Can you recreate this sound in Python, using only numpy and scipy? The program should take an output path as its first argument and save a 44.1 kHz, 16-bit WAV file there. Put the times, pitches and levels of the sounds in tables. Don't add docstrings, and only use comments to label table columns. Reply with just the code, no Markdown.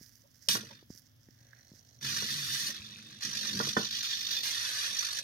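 import sys
import numpy as np
from scipy import signal
from scipy.fft import rfft, irfft
from scipy.io import wavfile
from scipy.ndimage import uniform_filter1d

SR = 44100
rng = np.random.default_rng(int(sys.argv[2]) if len(sys.argv) > 2 else 0)


def natural_amplitude(level_db):
    exponent = np.asarray(level_db, float) / 20
    return 10 ** exponent


def wav_record(signal):
    frames = np.transpose(np.atleast_2d(signal))
    bounded = np.clip(frames, -1, 1)
    quanta = np.round(bounded * 32767).astype(np.int16)
    wavfile.write(sys.argv[1], SR, quanta)


N = 230883
TIME = np.arange(N) / SR
DRIVE_HZ = 50

# frequency in Hz, level in dB per Hz
GEAR_COLOUR = [(290, -48), (500, -14), (553, -10), (795, -48), (1190, -15.5), (1420, -18.5), (1790, -6.5),
               (2230, -17.5), (2430, -15), (2850, -7.5), (4400, 2), (6140, -6.5), (7640, -18), (14200, -15),
               (16000, -25)]
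# frequency in Hz, level in dB, 60 dB decay in seconds
SHELF_MODES = [(106, -22, 0.54), (140.1, -9.5, 0.13), (210, -7, 0.089), (278, 2, 0.017),
               (323.5, -0.5, 0.039), (484, 1, 0.032), (607, -4, 0.062), (693, 4.5, 0.0091),
               (1117, 7.5, 0.019), (1404, 6, 0.038), (1460, 8.5, 0.029), (1850, 7.5, 0.02)]


def unit(x):
    return x / np.sqrt(np.mean(x ** 2))


def colour(x, points, share=1):
    hz, db = np.transpose(points)
    grid_hz = np.fft.rfftfreq(4096, 1 / SR) + 1
    log_gain = np.interp(np.log(grid_hz), np.log(hz), db * share) * np.log(10) / 20
    cepstrum = irfft(log_gain)
    cepstrum[1:2048] *= 2
    cepstrum[2049:] = 0
    response = irfft(np.exp(rfft(cepstrum)))[:2048]
    return signal.fftconvolve(x, response)[:len(x)]


def band(x, lo_hz, hi_hz, order=3):
    return signal.sosfilt(signal.butter(order, [lo_hz, hi_hz], "band", fs=SR, output="sos"), x)


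def ring(x, hz, t60):
    pole = np.exp((2j * np.pi * hz - np.log(1000) / t60) / SR)
    return signal.lfilter([1], [1, -pole], x).imag


def walk(rate):
    k = int(SR / rate)
    return uniform_filter1d(np.repeat(rng.standard_normal(N // k + 1), k), k)[:N]


def clicks(rate, scatter_db):
    hit, size, sign = rng.random((3, N))
    strength = natural_amplitude(-scatter_db * np.log(size + 1e-6))
    return unit((hit < rate / SR) * strength * np.sign(sign - .5))


def curves(tables):
    s, *columns = np.concatenate(tables).T
    on = sum(1. * (TIME >= table[0][0]) * (TIME < table[-1][0]) for table in tables)
    return [np.interp(TIME, s, c) for c in columns] + [uniform_filter1d(on, size=100)]


def held(rows, glide_s):
    s, *columns = np.transpose(rows)
    row = np.searchsorted(s, TIME, side="right").clip(1) - 1
    return [uniform_filter1d(c[row], int(glide_s * SR) + 1) for c in columns]


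def swells(rows, extra_db=0):
    total = 0
    extra_db = np.broadcast_to(extra_db, len(rows))
    for (s, db, rise, fade, *rest), extra in zip(rows, extra_db):
        slope = np.minimum((TIME - s) / max(rise, .001), (s - TIME) / max(fade, .001))
        total = total + natural_amplitude(db + extra) * np.exp(slope)
    return total


def drive_turns():
    # start in seconds, phase in turns, drift in turns per second
    drives = [(0, 0.73, -.016), (2.026, 0.018, 0.17), (2.728, 0.058, 0.022), (3.224, 0.71, 0.016)]
    since, phase, drift = held([(s, s, p, d) for s, p, d in drives], 0)
    return DRIVE_HZ * TIME + phase + drift * (TIME - since)


def room():
    # frequency in Hz, level in dB per Hz
    room_colour = [(15, -50), (25, -18), (117, 2.5), (190, -11), (249, -0.5), (384, -21), (545, -16.5),
                   (818, -24.5), (1790, -21), (2480, -28), (3340, -19), (4140, -26), (5880, -27),
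                   (7510, -38.5), (16000, -22)]
    mid, side = (colour(rng.standard_normal(N), room_colour) for _ in range(2))
    side = colour(side, [(60, -4.0), (200, -4.5), (700, -0.5), (16000, 3.0)])
    hiss = natural_amplitude(-66.5) * unit(mid + side * np.array([[1], [-1]]))
    hum = natural_amplitude(-67) * unit(ring(rng.standard_normal(N), 111, 0.13))
    mains = natural_amplitude(-69 + 0.98 * walk(12)) * np.sin(2 * np.pi * 120 * TIME)
    return hiss + hum + mains


def hand():
    # peak in seconds, rustle level in dB, rise in seconds,
    # fade in seconds, airy part minus rustle in dB
    slides = [(.024, -55, 0.047, 0.092, -5.5), (.16, -67, 0.018, 0.021, 0), (.352, -69, 0.0028, 0.0075, -5),
              (.476, -56, 0.088, 0.0032, -8), (0.905, -54, 0.0074, 0.072, -19),
              (.998, -63.5, 0.057, 0.0087, 5), (1.06, -69, 0.0066, 0.023, -11),
              (1.23, -62.5, 0.022, 0.13, -14), (1.79, -58.5, 0.12, 0.02, -10),
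              (1.894, -62, 0.026, 0.062, -18)]
    # peak in seconds, level in dB, rise in seconds, fade in seconds
    thumb_rub = [(1.56, -64, 0.11, 0.085)]
    # start in seconds, peak in dB, pitch in Hz
    case_ticks = [(0.0622, -44.5, 5200), (0.1554, -47.5, 5880), (0.2194, -51, 5900), (0.3475, -56, 5230),
                  (0.4273, -47, 6140), (0.9032, -57, 5270), (0.9373, -43.5, 5600), (0.9765, -39, 5600),
                  (1.068, -52, 6000), (1.286, -60, 1850), (1.3078, -50, 5400), (1.408, -73, 5920),
                  (1.51, -53.5, 5800), (1.532, -44.5, 1650), (1.6818, -48, 5830), (1.7933, -45, 5830),
                  (1.891, -53, 6200)]
    # start in seconds, peak in dB, pitch in Hz
    palm_bumps = [(.012, -39, 180), (0.827, -41, 326), (.903, -28.5, 204), (.95, -47, 203),
                  (1.287, -39.5, 228), (1.412, -45.5, 109.7), (1.717, -37, 177), (1.737, -44, 260),
                  (2.799, -35, 90)]
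    resting = natural_amplitude(-79.5) * (TIME < 2.0)
    rustle = resting + swells(slides)
    airy = resting + swells(slides, np.transpose(slides)[4])
    rub = natural_amplitude(-13) * rustle + swells(thumb_rub)

    grains = np.clip(clicks(900, scatter_db=4.3), -14, 14) + 0.49 * rng.standard_normal(N)
    slips = natural_amplitude(1.95 * walk(49.35)) * grains
    skin = rustle * unit(band(slips, 4750, 6330, order=2))
    skin += airy * unit(band(slips, 10500, 15100, order=2))
    skin += rub * unit(band(slips, 1545, 2050, order=2))

    after = np.arange(900) / SR
    for s, db, hz in case_ticks:
        shape = np.exp(-after * hz / 4) * np.minimum(after * hz / 1.4, 1)
        skin[int(s * SR):][:900] += natural_amplitude(db + 7.5) * np.sin(2 * np.pi * hz * after) * shape
    bumps = np.zeros(N)
    for s, db, hz in palm_bumps:
        cycles = np.arange(4000) / SR * hz
        shape = cycles ** 0.59 * np.exp(-cycles / 0.27)
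        bumps[int(s * SR):][:4000] -= natural_amplitude(db + 10.5) * np.sin(2 * np.pi * cycles) * shape
    return band(bumps, 85, 3000, order=1) + skin * natural_amplitude(np.array([[-16], [0]]))


def holding():
    # start in seconds, hum level in dB, ankle tick level in dB, hip tick level in dB
    poses = [
        (0, -120, -120, -120),
        (1.34, -78, -71, -90),
        (2.7, -78, -64, -65),
        (3.5, -84, -66.5, -71),
        (4.3, -66, -55, -53),
    ]
    # frequency in Hz, level in dB, 60 dB decay in seconds
    hum_modes = [(565, 0, .07), (640, -2, .04), (720, -4, .05), (450, -12, .04)]
    # peak in seconds, level in dB, rise in seconds, fade in seconds
    strain = [(2.7, 13, .01, .28)]
    hum_db, ankle_db, hip_db = held(poses, glide_s=0.09)
    pulses = np.diff(np.floor(DRIVE_HZ * TIME + 0.343), prepend=0) * natural_amplitude(1.2 * walk(40))
    hum = unit(sum(natural_amplitude(db) * unit(ring(pulses, hz, t60)) for hz, db, t60 in hum_modes))

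    def twitch(turns):
        return np.exp(-(turns % 1) / 0.088) * natural_amplitude(walk(42)) * rng.standard_normal(N)

    def tick(chatter, walls_hz):
        return unit(sum(ring(chatter, hz, .01) for hz in walls_hz))

    ankle_turns = DRIVE_HZ * TIME + .6
    ankle = tick(twitch(ankle_turns), (4200, 5900))
    hip = tick(twitch(drive_turns()), (3650, 3900, 2600))
    rattle = twitch(ankle_turns) * (ankle_turns % 2 < 1)
    ankle = ankle + (TIME > 2.7) * natural_amplitude(-10) * unit(band(rattle, 7000, 13000, order=2))
    ticks = natural_amplitude(ankle_db) * ankle + (1 + swells(strain)) * natural_amplitude(hip_db) * hip
    return natural_amplitude(hum_db) * hum + band(ticks, 2900, 13000, order=2)


def knocks():
    # start in seconds, peak in dB, contact in seconds
    footfalls = [(0.486, -52, 0.00025), (0.552, -26, 0.000095), (0.569, -26.5, 0.0019),
                 (0.631, -36, 0.0013), (2.222, -30.5, 0.00093), (3.253, -63, 0.0021), (3.6, -18, 0.00064),
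                 (3.613, -30, 0.00083), (3.671, -28.5, 0.0011), (3.766, -13, 0.0006), (3.77, -21, 0.00035),
                 (3.788, -21.5, 0.0011), (3.812, -33, 0.00063)]
    # start in seconds, peak in dB, length in seconds
    creaks = [(0.232, -69, 0.035), (0.484, -36, 0.0176), (0.701, -47, 0.028), (2.68, -58, 0.046),
              (3.3, -62, .25)]
    force = np.zeros(N)
    for s, db, contact in footfalls:
        push = np.hanning(int(max(contact, 1e-4) * SR) + 3)
        force[int(s * SR):][:len(push)] += natural_amplitude(db) * push / push.sum()
    clatter = rng.standard_normal(4000) * np.exp(-np.arange(4000) / SR / 0.031)
    force = force + 0.15 * signal.fftconvolve(force, clatter)[:N] / 8
    board = sum((-1) ** k * natural_amplitude(db) * ring(force, hz, t60) for k, (hz, db, t60) in enumerate(SHELF_MODES))

    slip = sum(natural_amplitude(db) * np.exp(-((TIME - s - length / 2) / length * 3) ** 2) for s, db, length in creaks)
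    creak = unit(ring(clicks(1400, scatter_db=0), 565, 0.07))
    creak = creak + 0.4 * unit(ring(clicks(900, scatter_db=0), 960, .06))
    return natural_amplitude(-12.5) * board + natural_amplitude(-1) * slip * creak


def slack():
    # start in seconds, peak in dB, fade in seconds
    power_on = (.4866, -7, .004)
    # start in seconds, peak in dB, fade in seconds
    jolts = [(0.5014, -30.5, 0.01), (0.5114, -14, 0.0045), (0.5524, -24, 0.0038), (2.0591, -41, 0.006),
             (2.172, -24, 0.0082), (3.2105, -45, 0.005), (3.2488, -34, 0.0066), (4.031, -26, 0.012),
             (4.3131, -25.5, 0.0071), (4.4337, -25, 0.0062), (4.6897, -25.5, 0.011), (5.0294, -29, 0.0067),
             (5.1291, -22.5, 0.0064), (5.1711, -29, 0.0068)]
    snaps = [power_on] + list(jolts)
    force = 0
    for s, db, fade in snaps:
        force = force + (TIME > s) * natural_amplitude(db - 11) * np.exp(-np.clip(TIME - s, 0, 1) / max(fade, .001))
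    impacts = clicks(12000, scatter_db=1.0)
    impacts[[int(s * SR) + 2 for s, db, fade in snaps]] = 7.0
    return force * unit(colour(impacts, GEAR_COLOUR, share=0.95))


def servos():
    # time in seconds, tooth level in dB
    effort = [
        [(0.486, -25.5), (.52, -28.5), (0.562, -33.5), (.578, -45), (0.622, -55.5), (0.7, -59), (0.756, -64),
         (0.88, -82)],
        [(2.005, -58), (2.041, -37.5), (2.097, -33.5), (2.165, -40.5), (2.239, -34.5), (2.677, -33),
         (2.727, -50.5), (2.895, -58.5), (3.208, -60.5)],
        [(3.208, -44), (3.246, -38), (3.468, -38.5), (3.6, -39.5), (3.66, -36), (3.738, -45), (3.765, -43)],
        [(3.765, -32.5), (3.889, -46), (3.963, -34.5), (4.022, -45), (4.042, -31), (4.185, -38), (4.289, -43),
         (4.327, -33.5), (4.432, -46.5)],
        [(4.432, -31.5), (4.472, -30), (4.52, -34.5), (4.676, -34), (4.87, -31.5), (4.982, -39), (5.14, -43),
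         (5.174, -35), (5.235, -64.5)],
    ]
    # start in seconds, housing minus teeth in dB, fizz minus teeth in dB,
    # nearest shell walls in Hz, steady shelf shake in dB
    joints = [(0, -9, -7, 5400, -68), (.575, -7, -12, 5500, -64), (.66, -6, -15.5, 3730, -78),
              (2.0, -9, -12.5, 5600, -63), (2.3, -11, -10.5, 4650, -45), (2.72, -7.5, -15, 3720, -49.5),
              (3.208, -10.5, -14.5, 5450, -67), (3.62, -11.5, -14.5, 5170, -66),
              (3.8, -13.5, -17.5, 4200, -57.5), (4.432, -9, -11.5, 4700, -61.5),
              (4.95, -8.5, -12.5, 5440, -77)]
    # peak in seconds, shelf shake in dB, rise in seconds,
    # fade in seconds, shake centre in Hz
    lurches = [(.55, -37, 0.27, 0.095, 177.6), (2.041, -35.5, 0.011, 0.14, 157),
               (2.239, -42.5, 0.033, 0.062, 171), (2.5, -82, .1, .15, 147.4), (2.68, -63, .05, 0.018, 189),
               (3.246, -36.5, 0.0013, 0.093, 170.6), (3.45, -45, 0.017, 0.11, 201),
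               (3.55, -36, 0.019, 0.048, 201), (3.592, -38.5, 0.058, 0.0095, 207),
               (3.676, -31.5, 0.023, 0.022, 172), (3.766, -29, 0.00061, 0.022, 207),
               (4.3, -64, 0.042, 0.045, 263), (4.92, -60, 0.017, 0.067, 245)]
    # frequency in Hz, width in Hz, level in dB
    shell = [(1150, 47, -32), (1849, 40, -7.5), (2488, 56, -2.5), (3340, 8.3, -2), (3590, 55, 7.5),
             (4140, 160, -6.5), (5900, 83, 5), (5300, 110, -14)]
    # time in seconds, level in dB
    turning_away = [(.5, 7), (2.7, 6.5), (3.2, -0.5), (4.4, 13), (4.6, -3)]
    teeth_db, on = curves(effort)
    housing_db, fizz_db, walls_hz, shake_db = held(joints, glide_s=0.017)

    pulsing_db = np.minimum(2 + 0.5 * (-36 - teeth_db), 4.5).clip(0)
    turns = drive_turns() + 0.11 * walk(4.9)
    turn, cycle = turns % 1, turns.astype(int)
    uneven = rng.standard_normal(N // 800)[cycle]
    torque = turn / 0.29 * np.exp(1 - turn / 0.24)
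    drive = natural_amplitude(pulsing_db * (2 * torque * (2.5 + 0.14 * uneven) - 1.5) + 1.32 * walk(30))

    impacts = clicks(7000, scatter_db=2.5)
    rings = 0
    for hz, width, db in shell:
        far_db = np.minimum(12 * abs(np.log2(hz / walls_hz)), 6.)
        wall = ring(clicks(3000, scatter_db=1.5), hz, 1.2 / width) * width ** .5
        rings = rings + natural_amplitude(db + 0.53 * walk(18) - far_db) * wall
    gears = unit(colour(impacts, GEAR_COLOUR)) + natural_amplitude(-4.5) * unit(rings)

    teeth = unit(band(gears, 2300, 7300))
    housing = unit(band(gears, 900, 2300))
    fizz = unit(band(gears, 7300, 12500))
    air = unit(band(gears, 12500, 17000))
    fizz = fizz + natural_amplitude(np.interp(TIME, *np.transpose(turning_away)) - 12.5) * air
    whir = drive * (teeth + natural_amplitude(housing_db + 1.8 * walk(60)) * housing + natural_amplitude(fizz_db) * fizz)

    shake_hz = np.interp(TIME, *np.transpose(lurches)[[0, 4]])
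    shake = 0
    for hz, db, t60 in SHELF_MODES[:6]:
        far_db = np.minimum(30 * abs(np.log2(hz / shake_hz)), 19.)
        shake = shake + natural_amplitude(2 * walk(18) - far_db) * unit(ring(rng.standard_normal(N), hz, 1.1 * t60))
    shake = (natural_amplitude(shake_db) + swells(lurches)) * natural_amplitude(-5.0) * band(shake, 77, 443, order=2)
    return on * natural_amplitude(teeth_db - 1.5) * whir, on * shake


def cupboard(whir, hits):
    # frequency in Hz, left minus right in dB
    port_shading = [(200, 2.5), (800, -1), (1600, -9), (2350, 1.5), (3500, -5), (4700, 2), (6000, -13.5),
                    (7500, 6.5), (9000, 14), (11000, 2.5), (15000, 2.5)]
    fade_s, pose_s, right_late = 0.00988, .02, 18
    after, hop = np.arange(5000) / SR, int(pose_s * SR)
    walls = np.pad(natural_amplitude(2) * whir + natural_amplitude(-5) * hits, (hop, 2 * hop))
    window = np.sqrt(np.hanning(2 * hop))
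    out = np.zeros((2, N + 3 * hop + 5000))
    for start in range(0, N, hop):
        echoes = rng.standard_normal((2, len(after))) * np.exp(-after / fade_s) * (after > .0012)
        echoes /= np.sqrt(np.sum(echoes ** 2, axis=1))[:, None]
        heard = signal.fftconvolve((walls[start:start + 2 * hop] * window)[None], echoes, axes=1)
        out[:, start:start + heard.shape[1]] += heard
    direct = whir + hits
    out = out[:, hop:hop + N] + [direct, np.roll(direct, right_late)]
    return np.array([colour(port, port_shading, side) for port, side in zip(out, (.5, -.5))])


def scene():
    whir, shake = servos()
    board = knocks() + holding()
    hits = slack() + natural_amplitude(1.5) * band(board, 450, 9100, order=1)
    airborne = cupboard(natural_amplitude(-4.5) * whir, hits)
    sway = 0.13 * np.roll(shake, 900) * np.array([[1], [-1]])
    thump = band(board, 100, 456, order=2)
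    return airborne + shake + sway + thump + hand() + room()


def low_pass(x):
    return signal.sosfilt(signal.butter(12, 16840, fs=SR, output="sos"), x)


def record(dry):
    dry = signal.sosfilt(signal.ellip(8, .2, 60, 15850, fs=SR, output="sos"), dry)
    dry = signal.sosfilt(signal.butter(2, 55, "high", fs=SR, output="sos"), dry)
    return low_pass(dry)


dry = scene()
out = record(dry)
wav_record(out)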